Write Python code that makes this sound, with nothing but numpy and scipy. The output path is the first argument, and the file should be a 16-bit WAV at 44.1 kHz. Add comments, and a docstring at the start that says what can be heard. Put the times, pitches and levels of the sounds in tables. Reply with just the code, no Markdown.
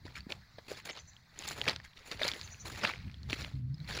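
"""A pebble beach by a lake, the microphone near slow footsteps, water lapping faintly behind.
From the start, each push of a shoe sets off a crunch of small stones and grit; larger pebbles clack
together and now and then a heel thumps the bed. At about 0.9 s and again at 2.4 s a small bird
calls, three faint chirps each time. Light wind rumbles on the microphone throughout and,
in the last gust from 3.5 s, briefly hoots at its edge."""
import sys
import numpy as np
from scipy import signal
from scipy.fft import rfft, irfft, next_fast_len
from scipy.io import wavfile
from scipy.ndimage import uniform_filter1d, map_coordinates

SR = 44100
rng = np.random.default_rng(int(sys.argv[2]) if len(sys.argv) > 2 else 0)


def store_wav(level_fs):
    """Save 16-bit WAV to argv[1]."""
    pcm = np.round(np.clip(np.atleast_2d(level_fs), -1, 1) * 32767)
    wavfile.write(sys.argv[1], SR, pcm.T.astype(np.int16))


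N = 176400

# Water at the shoreline: time_s, level_db
WATER_LEVEL = [(0, -64.5), (.5, -62.5), (.8, -66), (1.2, -64), (1.9, -63), (2.55, -59.5), (3.15, -65),
               (3.52, -63), (3.63, -76.5), (3.8, -62.5), (4, -54)]
# Colour of the water: frequency_hz, gain_db
WATER_COLOUR = [(100, 6.5), (300, -21.5), (700, -9.5), (1300, -7.5), (2000, -4), (3000, -19.5),
                (4300, -4.5), (5500, -16.5), (7000, -22), (8500, -30.5), (13000, -31), (15500, -24)]
# Gusts on the microphone: time_s, relative_level_db
GUSTS = [(0, -64.5), (.05, -57), (.33, -62.5), (.48, -67.5), (.7, -63.5), (.85, -65.5), (1.35, -67.5),
         (1.58, -54), (2.1, -70), (2.17, -52), (2.22, -60), (2.62, -59), (2.77, -51), (2.92, -57),
         (3.03, -54.5), (3.07, -39), (3.12, -51), (3.42, -48.5), (3.5, -55), (3.7, -47.5), (3.83, -47.5),
         (4, -44.5)]
# Colour of their rumble: frequency_hz, gain_db
RUMBLE_COLOUR = [(20, -18), (35, -31), (58, -0.5), (90, 0.5), (130, -3), (200, -11), (300, -23), (500, -42),
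                 (1500, -63.5)]
# Eddy tone at the microphone's edge: time_s, pitch_hz, level_db
EDDY_TONE = [(3.51, 135, -62), (3.549, 137.8, -37.5), (3.6, 124.1, -41.5), (3.637, 120.6, -34),
             (3.68, 129.8, -42), (3.71, 133.6, -35.5), (3.749, 147, -41), (3.785, 147.8, -62),
             (3.814, 151, -39), (3.85, 153, -58)]
# The bird's chirps: start_s, level_db, upper_pitch_hz, lower_pitch_hz
BIRD_CHIRPS = [(0.901, -53.5, 7300, 6570), (.98, -55.5, 6900, 6240), (1.068, -55, 7200, 6180),
               (2.426, -50, 7300, 6400), (2.505, -49.5, 6880, 6140), (2.59, -48.5, 6940, 6100)]
# Heels striking the bed: start_s, relative_level_db, pitch_hz
HEEL_THUMPS = [(0.053, -35, 297), (.267, -30.5, 223), (2.249, -46, 330), (2.337, -42, 238),
               (3.3296, -27.5, 298)]
# Larger pebbles knocking together: start_s, relative_level_db, pitch_hz, t60_s
PEBBLE_CLACKS = [(0.169, -46, 1770, 0.0054), (0.206, -36.5, 4500, 0.015), (.305, -28, 2400, .005),
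                 (.322, -20.5, 3420, 0.0023), (0.3248, -25.5, 2500, 0.0056), (.584, -38.5, 624, 0.018),
                 (.586, -43.5, 3330, 0.008), (.715, -29, 505, 0.017), (.716, -49, 3130, 0.0029),
                 (.904, -32, 3030, .006), (.91, -33, 2920, .005), (.965, -36, 4430, 0.0045),
                 (.99, -39, 3300, .005), (1.134, -49, 4030, .01), (1.166, -43.5, 3200, 0.0093),
                 (1.39, -26, 6850, 0.0063), (1.477, -24.5, 4400, 0.0051), (1.488, -24, 6980, 0.009),
                 (1.51, -32, 1500, 0.011), (1.6152, -17, 3100, 0.0051), (1.6793, -12, 2380, 0.0072),
                 (1.6852, -15.5, 3250, .006), (1.696, -16.5, 4300, 0.0052), (1.7619, -23, 3870, 0.0017),
                 (1.8003, -35, 1800, 0.01), (1.972, -42, 3600, 0.016), (2.114, -39, 566, 0.034),
                 (2.1153, -23, 4540, 0.005), (2.121, -30, 2320, 0.0055), (2.1958, -29, 2100, 0.0045),
                 (2.198, -46, 630, 0.033), (2.214, -27.5, 610, 0.048), (2.217, -21, 1930, 0.0082),
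                 (2.2323, -17.5, 3650, 0.018), (2.25, -28.5, 566, 0.035), (2.2511, -21.5, 2050, .006),
                 (2.2865, -19, 4000, .005), (2.316, -21, 3560, .007), (2.336, -26, 3260, 0.0044),
                 (2.394, -37, 4000, .005), (2.4132, -26.5, 4250, 0.0027), (2.431, -38, 4080, .009),
                 (2.476, -36, 3960, .007), (2.545, -38, 2600, 0.0071), (2.836, -21.5, 1500, 0.0058),
                 (2.8495, -15.5, 2490, 0.0056), (2.8517, -14, 1760, 0.0027), (2.873, -24.5, 3500, 0.0059),
                 (2.898, -25.5, 1210, 0.0035), (2.907, -29, 2420, 0.0052), (2.9369, -27, 2140, .008),
                 (2.959, -36, 2400, .006), (3.08, -44, 2500, .006), (3.143, -37, 3320, 0.0071),
                 (3.232, -39, 4340, 0.006), (3.2993, -23, 3360, 0.0034), (3.33, -12.5, 2280, 0.0024),
                 (3.4467, -24.5, 2950, 0.0035), (3.555, -50, 4170, 0.017), (3.7434, -44.5, 5050, 0.025),
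                 (3.781, -51, 4300, 0.022), (3.8022, -43, 3980, 0.018), (3.845, -46, 4460, .02),
                 (3.91, -29, 1767, 0.012), (3.989, -30.5, 2250, 0.0054)]
# Pushes of the shoes: peak_s, rise_s, fall_s, stones_db, bed_re_stones_db, grit_re_stones_db
SHOE_PUSHES = [(0.057, 0.011, 0.11, -52.5, -3.5, -17.5), (.157, 0.0059, .03, -46, -22, -16.5),
               (0.173, 0.033, 0.035, -44.5, -8.5, -18), (0.302, 0.012, 0.061, -46, 1.5, -14.5),
               (0.584, 0.0027, 0.021, -50.5, 3.5, -34), (0.683, 0.0068, .04, -52, -6, -11),
               (0.715, 0.044, 0.044, -46.5, 0, -9.5), (.792, 0.15, 0.037, -49, -9, -14.5),
               (0.853, 0.0038, 0.056, -46.5, -3, -6.5), (0.9, 0.052, 0.022, -41, -4.5, -28),
               (0.974, .06, 0.048, -47.5, -6.5, -22), (1.419, 0.079, 0.05, -47, -5.5, -13.5),
               (1.478, 0.0071, 0.027, -36.5, -19, -9), (1.514, 0.037, 0.043, -41, -4.5, -9),
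               (1.452, 0.028, 0.037, -43, -8, -13), (1.583, 0.047, 0.1, -46, -0.5, -11),
               (1.641, .004, 0.016, -41.5, -13, -13.5), (1.687, 0.041, 0.058, -32, -3, -20.5),
               (1.85, 0.019, 0.025, -49, -24, -15), (1.972, 0.027, 0.21, -57, -7.5, -16.5),
               (2.061, 0.012, 0.15, -54.5, 0.5, -5), (2.12, 0.021, 0.049, -41, -2.5, -16),
               (2.241, 0.061, 0.1, -35.5, -5, -16.5), (2.281, 0.021, 0.025, -33, -10, -12.5),
               (2.349, 0.13, 0.3, -50, -6.5, -11), (2.656, 0.0096, 0.19, -45.5, -0.5, -8.5),
               (2.789, .1, 0.051, -44.5, -5.5, -15.5), (2.844, 0.036, .04, -32, -3, -21),
               (2.876, 0.013, 0.076, -35, -5.5, -20), (2.94, 0.033, 0.34, -57.5, -8.5, -24),
               (3.302, 0.016, 0.061, -42, -1.5, -17), (3.334, 0.017, 0.031, -38.5, -10, -17),
               (3.409, 0.12, 0.12, -44.5, -5, -15.5), (3.891, 0.021, 0.13, -42.5, -7, -13.5),
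               (3.963, 0.084, 0.34, -40, -6, -18)]
# Colours of the small stones, the hollow bed and the grit: frequency_hz, gain_db
STONE_COLOUR = [(150, -34), (500, -7), (1000, -6), (2200, 2), (3000, -2), (4300, 3.5), (5200, -0.5),
                (5900, -5), (7000, -20.5), (8300, -12), (12000, -43)]
BED_COLOUR = [(60, -26), (160, -3), (280, -2), (420, 1), (600, 0), (850, -5), (1400, -26.5), (4000, -79)]
GRIT_COLOUR = [(2500, -15), (5000, -19), (7000, 17), (8400, -1), (10000, 8.5), (11500, 1.5), (13500, -7.5),
               (15200, 9), (16000, -18)]


def amp(db):
    return 10 ** (np.asarray(db) / 20)


def unit_rms(x):
    return x / np.sqrt(np.mean(x ** 2) + 1e-20)


def add(track, start_s, sound):
    i = max(round(start_s * SR), 0)
    track[i:i + len(sound)] += sound[:len(track) - i]


def curves(rows):
    """One value per sample for each column after the time."""
    times, *columns = np.transpose(rows)
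    return [np.interp(np.arange(N) / SR, times, column) for column in columns]


def wobble(per_s):
    """A smooth random curve with per_s knots a second."""
    knots = rng.standard_normal(int(N * per_s / SR) + 4)
    return map_coordinates(knots, [np.arange(N) * per_s / SR])


def coloured(x, colour):
    """x through a causal filter of the given colour, at rms 1."""
    size = 2 * next_fast_len(N // 2 + 4096)
    hz, db = np.transpose(colour)
    gain_db = np.interp(np.log(np.fft.rfftfreq(size, 1 / SR) + 1), np.log(hz), db)
    cepstrum = irfft(np.log(amp(gain_db)))
    cepstrum[1:size // 2] *= 2  # fold to minimum phase
    cepstrum[size // 2 + 1:] = 0
    return unit_rms(irfft(rfft(x, size) * np.exp(rfft(cepstrum)))[:N])


def noise(colour):
    return coloured(rng.standard_normal(N), colour)


def patchy(x, depth_db=3.2, width_hz=330, life_s=.014):
    """x with short random resonances that come and go, at rms 1."""
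    spectrum = signal.stft(x, nperseg=512)[2]
    bins, frames = np.indices(spectrum.shape)
    grid = [bins * SR / 512 / width_hz, frames * 256 / SR / life_s]
    knots = rng.standard_normal([int(axis.max()) + 2 for axis in grid])
    gain = amp(depth_db * map_coordinates(knots, grid))
    return unit_rms(signal.istft(spectrum * gain, nperseg=512)[1][:N])


def steadied(x, window_s=.018):
    """x with its slow level evened out."""
    power = np.abs(uniform_filter1d(x ** 2, round(window_s * SR)))
    return x / np.sqrt(power + 1e-9)


def lapping_water():
    """Faint water laps at the stones in the background."""
    level_db, = curves(WATER_LEVEL)
    return amp(level_db + 0.92 * wobble(25)) * patchy(noise(WATER_COLOUR))


def wind_rumble(boost_db=3, buffet_db=3):
    """Gusts buffet the microphone with low noise."""
    level_db, = curves(GUSTS)
    return amp(level_db + boost_db + buffet_db * wobble(14)) * noise(RUMBLE_COLOUR)


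def wind_hoot(waver=.02, flutter_db=1.3, octave_db=-22, fade_s=.01):
    """Eddies at the microphone's edge sound a wavering tone in the last gust."""
    hz, db = curves(EDDY_TONE)
    t = np.arange(N) / SR
    phase = 2 * np.pi * np.cumsum(hz * (1 + waver * wobble(90))) / SR
    tone = np.sqrt(2) * (np.sin(phase) + amp(octave_db) * np.sin(2 * phase))
    gate = np.clip(np.minimum(t - EDDY_TONE[0][0], EDDY_TONE[-1][0] - t) / fade_s, 0, 1)
    return gate * amp(db + flutter_db * wobble(100)) * tone


def bird(chirp_s=.042, roughness=.022, rasp_db=2, echo_db=-8, echo_t60_s=0.43):
    """Each chirp is two arched whistles at once, with a short outdoor echo."""
    out, u = np.zeros(N), np.linspace(-1, 1, round(chirp_s * SR))
    for start_s, db, upper_hz, lower_hz in BIRD_CHIRPS:
        for hz, arch, voice_db, swell in ((upper_hz, .14, -6, .5), (lower_hz, .11, 0, 2)):
            pitch_hz = hz * (1 - arch * u ** 2 + roughness * wobble(308)[:len(u)])
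            envelope = amp(db + voice_db + rasp_db * wobble(514)[:len(u)]) * (1 - u ** 2) ** swell
            add(out, start_s, envelope * np.sin(2 * np.pi * np.cumsum(pitch_hz) / SR))
    t = np.arange(SR // 3) / SR
    echo = rng.standard_normal(len(t)) * amp(-60 * t / echo_t60_s)
    return out + amp(echo_db) * signal.fftconvolve(out, echo / np.linalg.norm(echo))[:N]


def heel_thumps(t60_s=0.016):
    """A heel pushes the bed once, dully."""
    out, t = np.zeros(N), np.arange(SR // 10) / SR
    for start_s, db, hz in HEEL_THUMPS:
        envelope = 2 * amp(db - 60 * t / t60_s) * (1 - np.exp(-2 * hz * t))
        add(out, start_s, envelope * np.sin(2 * np.pi * hz * t))
    return out


def pebble_ring(t, hz, t60_s, rise_cycles=1.15):
    """One struck pebble rings; the softness of the contact rounds its attack."""
    rise = np.sin(np.pi / 2 * np.minimum(hz * t / rise_cycles, 1)) ** 2
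    envelope = rise * amp(-60 * t / t60_s)
    return envelope / envelope.max() * np.sin(2 * np.pi * hz * t)


def pebble_clacks(trim_db=-2.5, second_db=-7, rattle_db=-12, rattle_rise_s=.001, rattle_t60_s=0.011):
    """Two pebbles meet and ring for some milliseconds, then their neighbours rattle."""
    out, t = np.zeros(N), np.arange(SR // 10) / SR
    neighbours = noise(STONE_COLOUR) + noise(BED_COLOUR) / 2
    rattle_envelope = amp(rattle_db - 60 * t / rattle_t60_s) * np.minimum(t / rattle_rise_s, 1)
    pitch_ratios = rng.uniform(0.48, 1.316, len(PEBBLE_CLACKS))
    for (start_s, db, hz, t60_s), ratio in zip(PEBBLE_CLACKS, pitch_ratios):
        pair = pebble_ring(t, hz, t60_s) + amp(second_db) * pebble_ring(t, hz * ratio, t60_s / 2)
        rattle = np.roll(neighbours, -round(start_s * SR))[:len(t)] * rattle_envelope
        add(out, start_s, amp(db + trim_db) * (pair + rattle))
    return out


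def stone_contacts(per_s, size_spread_db, max_count, median_hz=2840, t60_cycles=8.8, tick_db=6):
    """Small stones touch at random, each with a tick and a few cycles of ringing."""
    when, size, chance, sign = rng.random((max_count, 4)).T
    hz = np.clip(median_hz * np.exp(0.586 * rng.standard_normal(max_count)), 300, 14000)
    gain = amp(-size_spread_db * np.log(size + .01)) * np.sign(sign - .5)
    sounding = chance < per_s * N / SR / max_count
    hz, gain = hz[sounding, None], gain[sounding, None]
    age = np.arange(SR // 200)
    cycles = hz * age / SR
    rings = np.sqrt(hz / median_hz) * np.sin(2 * np.pi * cycles) * amp(-60 * cycles / t60_cycles)
    rings[:, 0] += amp(tick_db)
    samples = (when[sounding, None] * N).astype(int) + age
    return unit_rms(np.bincount(samples.ravel(), (gain * rings).ravel(), N)[:N])


def settling_stones(push_level, level_db=-17, fade_s=0.1):
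    """Disturbed stones go on settling after each push."""
    decay = np.exp(-1 / (fade_s * SR))
    unrest = signal.lfilter([1 - decay], [1, -decay], push_level)
    contacts = stone_contacts(per_s=230, size_spread_db=5, max_count=1500)
    return amp(level_db) * unrest * coloured(contacts, STONE_COLOUR)


def shoe_crunch(edge_db=20, jerk_db=2.5, jerks_per_s=130, sand_db=-7, grit_sand_db=-3.5):
    """Each push swells and dies; the same contacts sound in the stones, the hollow bed and the grit."""
    t = np.arange(N) / SR
    power = np.zeros((3, N))
    for peak_s, rise_s, fall_s, db, bed_db, grit_db in SHOE_PUSHES:
        push = amp(db - edge_db * np.maximum((peak_s - t) / rise_s, (t - peak_s) / fall_s))
        power += (amp([[0], [bed_db], [grit_db]]) * push) ** 2
    stone_level, bed_level, grit_level = np.sqrt(power)
    jerks = amp(jerk_db * wobble(jerks_per_s))  # the stones give way in small jerks
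    grains = stone_contacts(per_s=3400, size_spread_db=4, max_count=20000)
    sliding_sand = amp(sand_db) * rng.standard_normal(N)
    shifting = patchy(grains + sliding_sand)  # every stone rings at its own pitches
    contacts = steadied(jerks * shifting)  # the foot's weight, not chance, sets the level
    grit_sand = amp(grit_sand_db) * jerks * noise(GRIT_COLOUR)
    stones = stone_level * coloured(contacts, STONE_COLOUR)
    bed = bed_level * coloured(contacts, BED_COLOUR)
    grit = grit_level * (coloured(contacts, GRIT_COLOUR) + grit_sand)
    return stones + bed + grit + settling_stones(stone_level)


def scene():
    """Footsteps, lake, wind and bird at one mono microphone."""
    footsteps = shoe_crunch() + pebble_clacks() + heel_thumps()
    return (footsteps + lapping_water() + wind_rumble() + wind_hoot() + bird())[None]


def record(dry):
    """The recorder keeps nothing above its band limit."""
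    top_hz = 15850
    size = next_fast_len(N + SR // 2)
    passband = np.fft.rfftfreq(size, 1 / SR) < top_hz
    return irfft(rfft(dry, size) * passband, size)[..., :N]


dry = scene()
out = record(dry)
store_wav(out)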